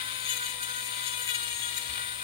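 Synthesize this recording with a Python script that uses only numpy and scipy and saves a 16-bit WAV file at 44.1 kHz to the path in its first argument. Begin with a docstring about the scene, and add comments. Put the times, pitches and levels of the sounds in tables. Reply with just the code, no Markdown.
"""Outdoors, before two microphones: a rotary tool on a flexible shaft grinds a wooden stick, louder on the left.
The bit scrapes the wood in a pattern that nearly repeats each turn, bites harder now and then, and squeals.
Noise coloured by the wood and the bit makes the scrape; sines at multiples of the shaft speed make the squeals.
The motor whines, its fan sings, and filtered noise makes the air rush and the shaft's rattle in its sheath.
A sine of mains hum and a band of low rumble lie beneath. The shaft speed sags and recovers along a set curve."""
import sys
import numpy as np
from scipy import signal
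from scipy.fft import rfft, irfft, next_fast_len
from scipy.io import wavfile
from scipy.ndimage import map_coordinates

SR = 44100
rng = np.random.default_rng(int(sys.argv[2]) if len(sys.argv) > 2 else 0)


def dump(signal):
    """Clip the signal to [-1, 1] and save it as 16-bit WAV at the path in sys.argv[1]."""
    limited = np.clip(np.atleast_2d(signal).T, -1, 1)
    pcm = np.round(limited * 32767).astype(np.int16)
    wavfile.write(sys.argv[1], SR, pcm)


N = 98651

# Shaft speed before flutter. Each row: time in seconds, speed in Hz.
SHAFT_SPEED = [(0.02, 505.7), (0.16, 507.1), (0.25, 504.5), (0.31, 500.0), (0.345, 494.1), (0.55, 493.9),
               (0.79, 495.7), (0.88, 494.1), (1.05, 496.0), (1.1, 492.9), (1.27, 492.0), (1.335, 481.2),
               (1.4, 479.0), (1.5, 480.2), (1.59, 478.5), (1.73, 481.4), (1.81, 479.8), (2.22, 497.3)]
FLUTTER_HZ, FLUTTER_KNOTS_PER_S = 0.385, 35

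# Pressure of the bit on the wood. Each row: time in seconds, level in dB.
PRESSURE_LEVEL = [(0, -10), (.1, -4), (.22, -4), (.27, -6), (.34, -24), (.41, 0.5), (.5, 1), (.57, -8.5),
                  (.68, -2.5), (.8, -1.5), (.92, -1.5), (1.08, -1.5), (1.19, 2), (1.3, -3.5), (1.42, 3),
                  (1.53, 0.5), (1.64, 0), (1.76, 0.5), (1.87, -2.5), (1.98, -3), (2.08, -10), (2.24, -15)]
# Harder bites. Each row: centre in seconds, half length in seconds (power down to 1/e), wood in dB, bit in dB.
HARD_BITES = [(0.311, 0.03, 8, 10.5), (0.373, 0.0065, 4, 8), (0.473, 0.0091, 4, -8),
              (0.634, 0.0088, 0, 7.5), (0.866, 0.01, -5, 5), (1.075, 0.016, 6, 5.5), (1.3, .021, 8, 8),
              (1.353, 0.011, 8, 6.5), (1.779, 0.011, 4, 9.5)]
# Scrape in the wood at 0 dB drive, near the left microphone. Each row: frequency in Hz, level in dB per Hz.
WOOD_SPECTRUM = [(900, -105), (1550, -76), (1920, -72), (2400, -73), (2700, -70.5), (3000, -74.5),
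                 (3500, -73), (4000, -71), (4600, -80.5), (5500, -84), (6200, -105)]
# Scrape in the bit at 0 dB drive, near the left microphone. Each row: frequency in Hz, level in dB per Hz.
BIT_SPECTRUM = [(4500, -105), (5900, -89), (6500, -75), (7000, -74.5), (7600, -85.5), (8400, -77.5),
                (9400, -79.5), (10200, -77.5), (11200, -81), (12400, -95.5), (13200, -81), (13750, -87.5),
                (14200, -84), (14900, -81.5), (16000, -94)]
# Scrape at the right microphone. Each row: frequency in Hz, right minus left in dB.
SCRAPE_SHADE = [(2000, -8), (3000, -11), (3500, -45), (4200, -2), (5000, -14), (6500, -6.5), (6950, -13.5),
                (7600, -29), (10300, -18.5), (12500, -17), (13800, 6), (15000, -18)]
# Buzz of the scrape at 0 dB pressure, before waver.
# Each row: multiple of shaft speed, left level in dB, right level in dB, left lead in radians.
BUZZ_TONES = [(6, -47, -60, -1.2), (7, -45.5, -58, 2), (8, -48.5, -73, -4.7), (9, -54, -57, 1.3)]
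# Bit resonances at 0 dB ringing.
# Each row: centre in Hz, half width in Hz (amplitude halved), left peak in dB per Hz.
BIT_RESONANCES = [(6440, 96, -70.5), (7110, 250, -64.5), (13800, 300, -72)]
# The bit's ringing. Each row: time in seconds, level in dB.
RINGING_LEVEL = [(0, -40), (.2, -7.5), (.3, 0.5), (.4, -8), (.5, -4), (.57, -21), (.65, -12.5), (.85, -7),
                 (.95, -14), (1.08, -2.5), (1.19, -13), (1.32, -3), (1.4, -24)]
# Ringing at the right microphone. Each row: frequency in Hz, right minus left in dB.
RINGING_SHADE = [(6480, -5), (6950, -8), (13830, -4)]
# Squeals of the bit on the wood, before waver. Each row: start in seconds, end in seconds,
# multiple of shaft speed, left level in dB, right level in dB, slip in cycles.
SQUEAL_EVENTS = [(0, 0.046, 4, -45, -50, .03), (0.25, .345, 7, -36.5, -54, .02),
                 (0.255, 0.33, 13, -40, -58, .07), (.255, .32, 9, -42, -58, .03),
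                 (.275, .34, 8, -38.5, -50, .02), (0.289, 0.337, 6, -34, -44, .02),
                 (.46, 0.525, 6, -41, -58, 0.023), (1.056, 1.168, 7, -37.5, -57, .04),
                 (1.17, 1.33, 28, -50, -47, .38), (1.22, 1.236, 14, -39, -55, .05),
                 (1.284, 1.322, 6, -32.5, -49, .02), (1.29, 1.327, 7, -36.5, -56, .04),
                 (1.302, 1.374, 8, -41, -58, 0.12), (1.337, 1.372, 14, -39, -47, 0.2),
                 (1.623, 1.662, 7, -33.5, -52, .04), (1.5, 1.71, 14, -41, -49.5, 0.036),
                 (1.717, 1.863, 14, -48, -52, 0.15), (1.769, 1.786, 8, -31, -50, 0.036),
                 (1.96, 2.04, 4, -45.5, -50, .03)]
SQUEAL_RISE_S, SLIP_KNOTS_PER_S = 0.011, 60

# Lesser motor tones, before waver. Each row: multiple of shaft speed, left level in dB, right level in dB,
# left lead in radians, unsteadiness in dB (its sign only flips the random waver).
MOTOR_TONES = [(1, -63, -67, 0.47, 3), (3.91, -62.5, -53, 0.6, 3), (4, -93, -59.5, 1, -3),
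               (4.09, -65.5, -56.5, -0.1, 6), (5, -51.5, -51.5, 4.5, 4)]
# Main whine at twice the shaft speed. Each row: time in seconds, left level in dB.
WHINE_LEVEL = [(0, -45.5), (.28, -48), (.4, -45), (.8, -46), (1.15, -43), (1.33, -47.5), (1.88, -47.5),
               (2.24, -49)]
WHINE_RIGHT_DB, WHINE_LEAD_RAD = -11, -2.07  # right minus left; left lead
# Overtone at three times the shaft speed, before waver.
# Each row: time in seconds, left level in dB, right level in dB.
OVERTONE_LEVELS = [(0, -40.5, -45.5), (.25, -38, -42.5), (.34, -51, -49.5), (.6, -49.5, -49),
                   (.72, -42.5, -45), (1.5, -44.5, -45.5), (1.95, -45, -47), (2.24, -43, -45)]
OVERTONE_LEAD_RAD, OVERTONE_WAVER_DB = 3.37, 5
# Fan whistle. Each row: time in seconds, left level in dB.
FAN_LEVEL = [(0, -40), (.45, -40.5), (1.05, -38), (1.25, -37.5), (1.37, -35.5), (1.7, -36.5), (1.83, -40.5),
             (2.02, -37), (2.24, -40)]
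FAN_BLADES, FAN_RIGHT_DB, FAN_LEAD_RAD = 18, -14, 1  # right minus left; left lead
# Rush of air at the left microphone. Each row: frequency in Hz, level in dB per Hz.
AIR_SPECTRUM = [(150, -90), (270, -85), (420, -92.5), (590, -84), (720, -89), (1700, -84.5), (3000, -86.5),
                (5200, -84), (5950, -90.5), (6400, -85.5), (7000, -81.5), (8000, -77), (10200, -79),
                (11500, -86), (14200, -87), (15200, -80.5), (16000, -79)]

# Shaft rattle at 0 dB chatter, at the left microphone. Each row: frequency in Hz, level in dB per Hz.
RATTLE_SPECTRUM = [(400, -100), (1050, -84.5), (1350, -82), (1640, -80), (1880, -74.5), (2150, -76),
                   (2380, -70), (2700, -79.5), (2900, -72), (3400, -73), (3670, -65.5), (3900, -72.5),
                   (4450, -77), (5200, -86.5), (5900, -94), (9000, -100)]
# Shaft chatter before its random flicker. Each row: time in seconds, level in dB.
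CHATTER_LEVEL = [(0, 4.5), (.2, 1.5), (.45, 1.5), (.56, 0), (.61, -2), (.69, 2), (.85, -1.5), (.95, 3.5),
                 (1.15, 0.5), (1.6, 0.5), (1.86, 2), (2.05, 2.5), (2.24, 0)]

# Air, rattle and rumble at the right microphone. Each row: frequency in Hz, right minus left in dB.
BODY_SHADE = [(200, -1), (700, -4.5), (1300, 0.5), (2200, -9), (3000, -8), (3600, -17.5), (5000, -6.5),
              (6000, 1), (8000, -21), (10500, -7), (13000, -4.5), (15200, -8)]
# Likeness of the two microphones. Each row: frequency in Hz, shared share of amplitude from 0 to 1.
LIKENESS = [(100, 0.85), (1400, 0.9), (2500, 0.55), (5000, 0.23), (9000, 0.2), (15000, 0.34)]
LEFT_LAG_S = 0.00025  # noise travels about 9 cm further to the left microphone

# Rumble at 0 dB swell, at the left microphone. Each row: frequency in Hz, level in dB per Hz.
RUMBLE_SPECTRUM = [(28, -118), (40, -90), (52, -93), (65, -71), (80, -89.5), (110, -83.5), (170, -106.5),
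                   (400, -105)]
# Swell of the rumble. Each row: time in seconds, level in dB.
RUMBLE_SWELL = [(0, -0.5), (.95, -8), (1.35, 3.5), (1.82, 1.5), (1.91, 11.5), (2.24, -1)]
HUM_HZ, HUM_LEFT_DB, HUM_RIGHT_DB = 120.6, -57.5, -3.5  # the last is right minus left
TOP_HZ = 15780


def amp(db):
    """Decibels to amplitude gain."""
    return 10 ** (np.asarray(db) / 20)


def along(points, hz):
    """Values of a frequency table, joined by lines on a log axis."""
    f, v = np.transpose(points)
    return np.interp(np.log(hz + 1), np.log(f + 1), v)


def clock():
    """Time of every sample in seconds."""
    return np.arange(N) / SR


def curve(rows):
    """Values of a time table, joined by straight lines."""
    return np.interp(clock(), *np.transpose(rows))


def wobble(rate):
    """A smooth random curve through `rate` knots a second."""
    return map_coordinates(rng.standard_normal(4096), [clock() * rate], mode="wrap")


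def filtered(x, response):
    """Multiply the spectrum of x by a response of frequency."""
    m = next_fast_len(N + 8192)
    return irfft(rfft(x, m) * response(np.fft.rfftfreq(m, 1 / SR)), m)[..., :N]


def placed(pair, spectrum, shade):
    """Colour two noises; the right microphone hears the first early and shaded, mixed with the scattered second."""
    per_hz = pair * np.sqrt(SR / 2)  # white noise at 0 dB per Hz
    direct, scattered = filtered(per_hz, lambda hz: amp(along(spectrum, hz)))

    def shared(hz):
        """The direct sound, early at the right."""
        return along(LIKENESS, hz) * np.exp(2j * np.pi * hz * LEFT_LAG_S)

    right = filtered(direct, shared)
    right += filtered(scattered, lambda hz: np.sqrt(1 - along(LIKENESS, hz) ** 2))
    return np.array([direct, filtered(right, lambda hz: amp(along(shade, hz)))])


def tone(cycles, left_db, right_db, lead):
    """One sine at the two microphones, with RMS levels in dB and the left ahead by `lead` radians."""
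    angle = 2 * np.pi * (cycles + rng.random())
    left = amp(left_db) * np.sin(angle)
    right = amp(right_db) * np.sin(angle - lead)
    return np.sqrt(2) * np.array([left, right])


def contact():
    """Drive of the wood and the bit: steady pressure and brief bites add as power."""
    wood = bit = amp(curve(PRESSURE_LEVEL)) ** 2
    for centre, half_s, wood_db, bit_db in HARD_BITES:
        bite = np.exp(-((clock() - centre) / half_s) ** 2)
        wood = wood + bite * amp(wood_db) ** 2
        bit = bit + bite * amp(bit_db) ** 2
    return np.sqrt(wood), np.sqrt(bit)


def scrape(turns, memory, swing_db, size=96):
    """The burr's teeth leave nearly the same scratch pattern every turn, strongest where the bit runs out of true."""
    fresh = rng.standard_normal((2, 2048, size))  # microphone noise pair, turn, point of the turn
    pattern = signal.lfilter([np.sqrt(1 - memory ** 2)], [1, -memory], fresh, axis=1)
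    pattern = pattern[:, ::-1].reshape(2, -1)  # reversed: the filter's quiet start falls on unused turns
    rubbing = amp(swing_db * np.cos(2 * np.pi * turns))
    scratches = np.array([map_coordinates(p, [turns * size]) for p in pattern])
    return scratches * rubbing / np.sqrt(np.mean(rubbing ** 2))


def grinding(turns, wood, bit, grain_db):
    """The scrape sounds in the wood's middle range and in the bit's treble."""
    grain = amp(grain_db * wobble(120))
    wood_scrape = scrape(turns, memory=0.83, swing_db=7) * wood * grain
    bit_scrape = scrape(turns, memory=0.71, swing_db=2.5) * bit * grain
    return placed(wood_scrape, WOOD_SPECTRUM, SCRAPE_SHADE) + placed(bit_scrape, BIT_SPECTRUM, SCRAPE_SHADE)


def buzz(turns, waver_db, slip):
    """The bit runs slightly out of true, so its rubbing buzzes in step with the shaft, give or take `slip` cycles."""
    out = np.zeros((2, N))
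    for multiple, left_db, right_db, lead in BUZZ_TONES:
        waver = waver_db * wobble(30.2)
        cycles = multiple * turns + slip * wobble(41.43)
        out += tone(cycles, left_db + waver, right_db + waver, lead)
    return out


def ringing(turns):
    """The scrape keeps the bit's narrow resonances singing."""
    hz = np.linspace(0, SR / 2, 2048)
    gain = sum(amp(db) / (1 + ((hz - centre) / width) ** 2) for centre, width, db in BIT_RESONANCES)
    spectrum = np.column_stack([hz, 20 * np.log10(gain)])
    drive = scrape(turns, memory=0.89, swing_db=1.5) * amp(curve(RINGING_LEVEL))
    return placed(drive, spectrum, RINGING_SHADE)


def squeal(turns, waver_db):
    """A resonance of the bit or the stick locks on to one multiple of the shaft speed; slipping roughens it."""
    t, out = clock(), np.zeros((2, N))
    for start, end, multiple, left_db, right_db, slip in SQUEAL_EVENTS:
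        nearest_edge = np.minimum(t - start, end - t)
        level = np.clip(nearest_edge / SQUEAL_RISE_S + .5, 0, 1)  # half level at start and end
        waver = waver_db * wobble(61.0)
        cycles = multiple * turns + slip * wobble(SLIP_KNOTS_PER_S)
        out += level * tone(cycles, left_db + waver, right_db + waver, lead=0.8)
    return out


def motor(turns):
    """The two-pole motor's whine and lesser shaft tones, the fan's high whistle and its rush of air."""
    out = placed(rng.standard_normal((2, N)), AIR_SPECTRUM, BODY_SHADE)
    for multiple, left_db, right_db, lead, unsteady_db in MOTOR_TONES:
        waver = unsteady_db * wobble(22.33)
        out += tone(multiple * turns, left_db + waver, right_db + waver, lead)
    whine_db = curve(WHINE_LEVEL)
    out += tone(2 * turns, whine_db, whine_db + WHINE_RIGHT_DB, WHINE_LEAD_RAD)
    s, left_db, right_db = np.transpose(OVERTONE_LEVELS)
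    waver = OVERTONE_WAVER_DB * wobble(24.3)
    overtone_left = np.interp(clock(), s, left_db) + waver
    overtone_right = np.interp(clock(), s, right_db) + waver
    out += tone(3 * turns, overtone_left, overtone_right, OVERTONE_LEAD_RAD)
    fan_db = curve(FAN_LEVEL)
    return out + tone(FAN_BLADES * turns, fan_db, fan_db + FAN_RIGHT_DB, FAN_LEAD_RAD)


def shaft(chatter_db):
    """The flexible shaft chatters in its sheath and rings the handpiece: flickering noise in resonant colours."""
    chatter = amp(curve(CHATTER_LEVEL) + chatter_db * wobble(350))
    return placed(rng.standard_normal((2, N)) * chatter, RATTLE_SPECTRUM, BODY_SHADE)


def background():
    """Mains hum as one sine, and low-band noise as a rumble that swells and ebbs."""
    rumble = placed(rng.standard_normal((2, N)), RUMBLE_SPECTRUM, BODY_SHADE) * amp(curve(RUMBLE_SWELL))
    return rumble + tone(HUM_HZ * clock(), HUM_LEFT_DB, HUM_LEFT_DB + HUM_RIGHT_DB, lead=0.14)


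def scene():
    """One shaft speed drives the scrape, the squeals and the motor's tones; rattle and background join them."""
    speed_hz = curve(SHAFT_SPEED) + FLUTTER_HZ * wobble(FLUTTER_KNOTS_PER_S)
    turns = np.cumsum(speed_hz) / SR
    wood, bit = contact()
    cut = grinding(turns, wood, bit, grain_db=1.65)
    cut += amp(curve(PRESSURE_LEVEL)) * buzz(turns, waver_db=3.2, slip=0.055)
    singing = ringing(turns) + squeal(turns, waver_db=1.5)
    return cut + singing + motor(turns) + shaft(chatter_db=2.0) + background()


def record(dry):
    """The two microphone channels keep nothing from the band limit up."""
    return filtered(dry, lambda hz: hz < TOP_HZ)


dry = scene()
out = record(dry)
dump(out)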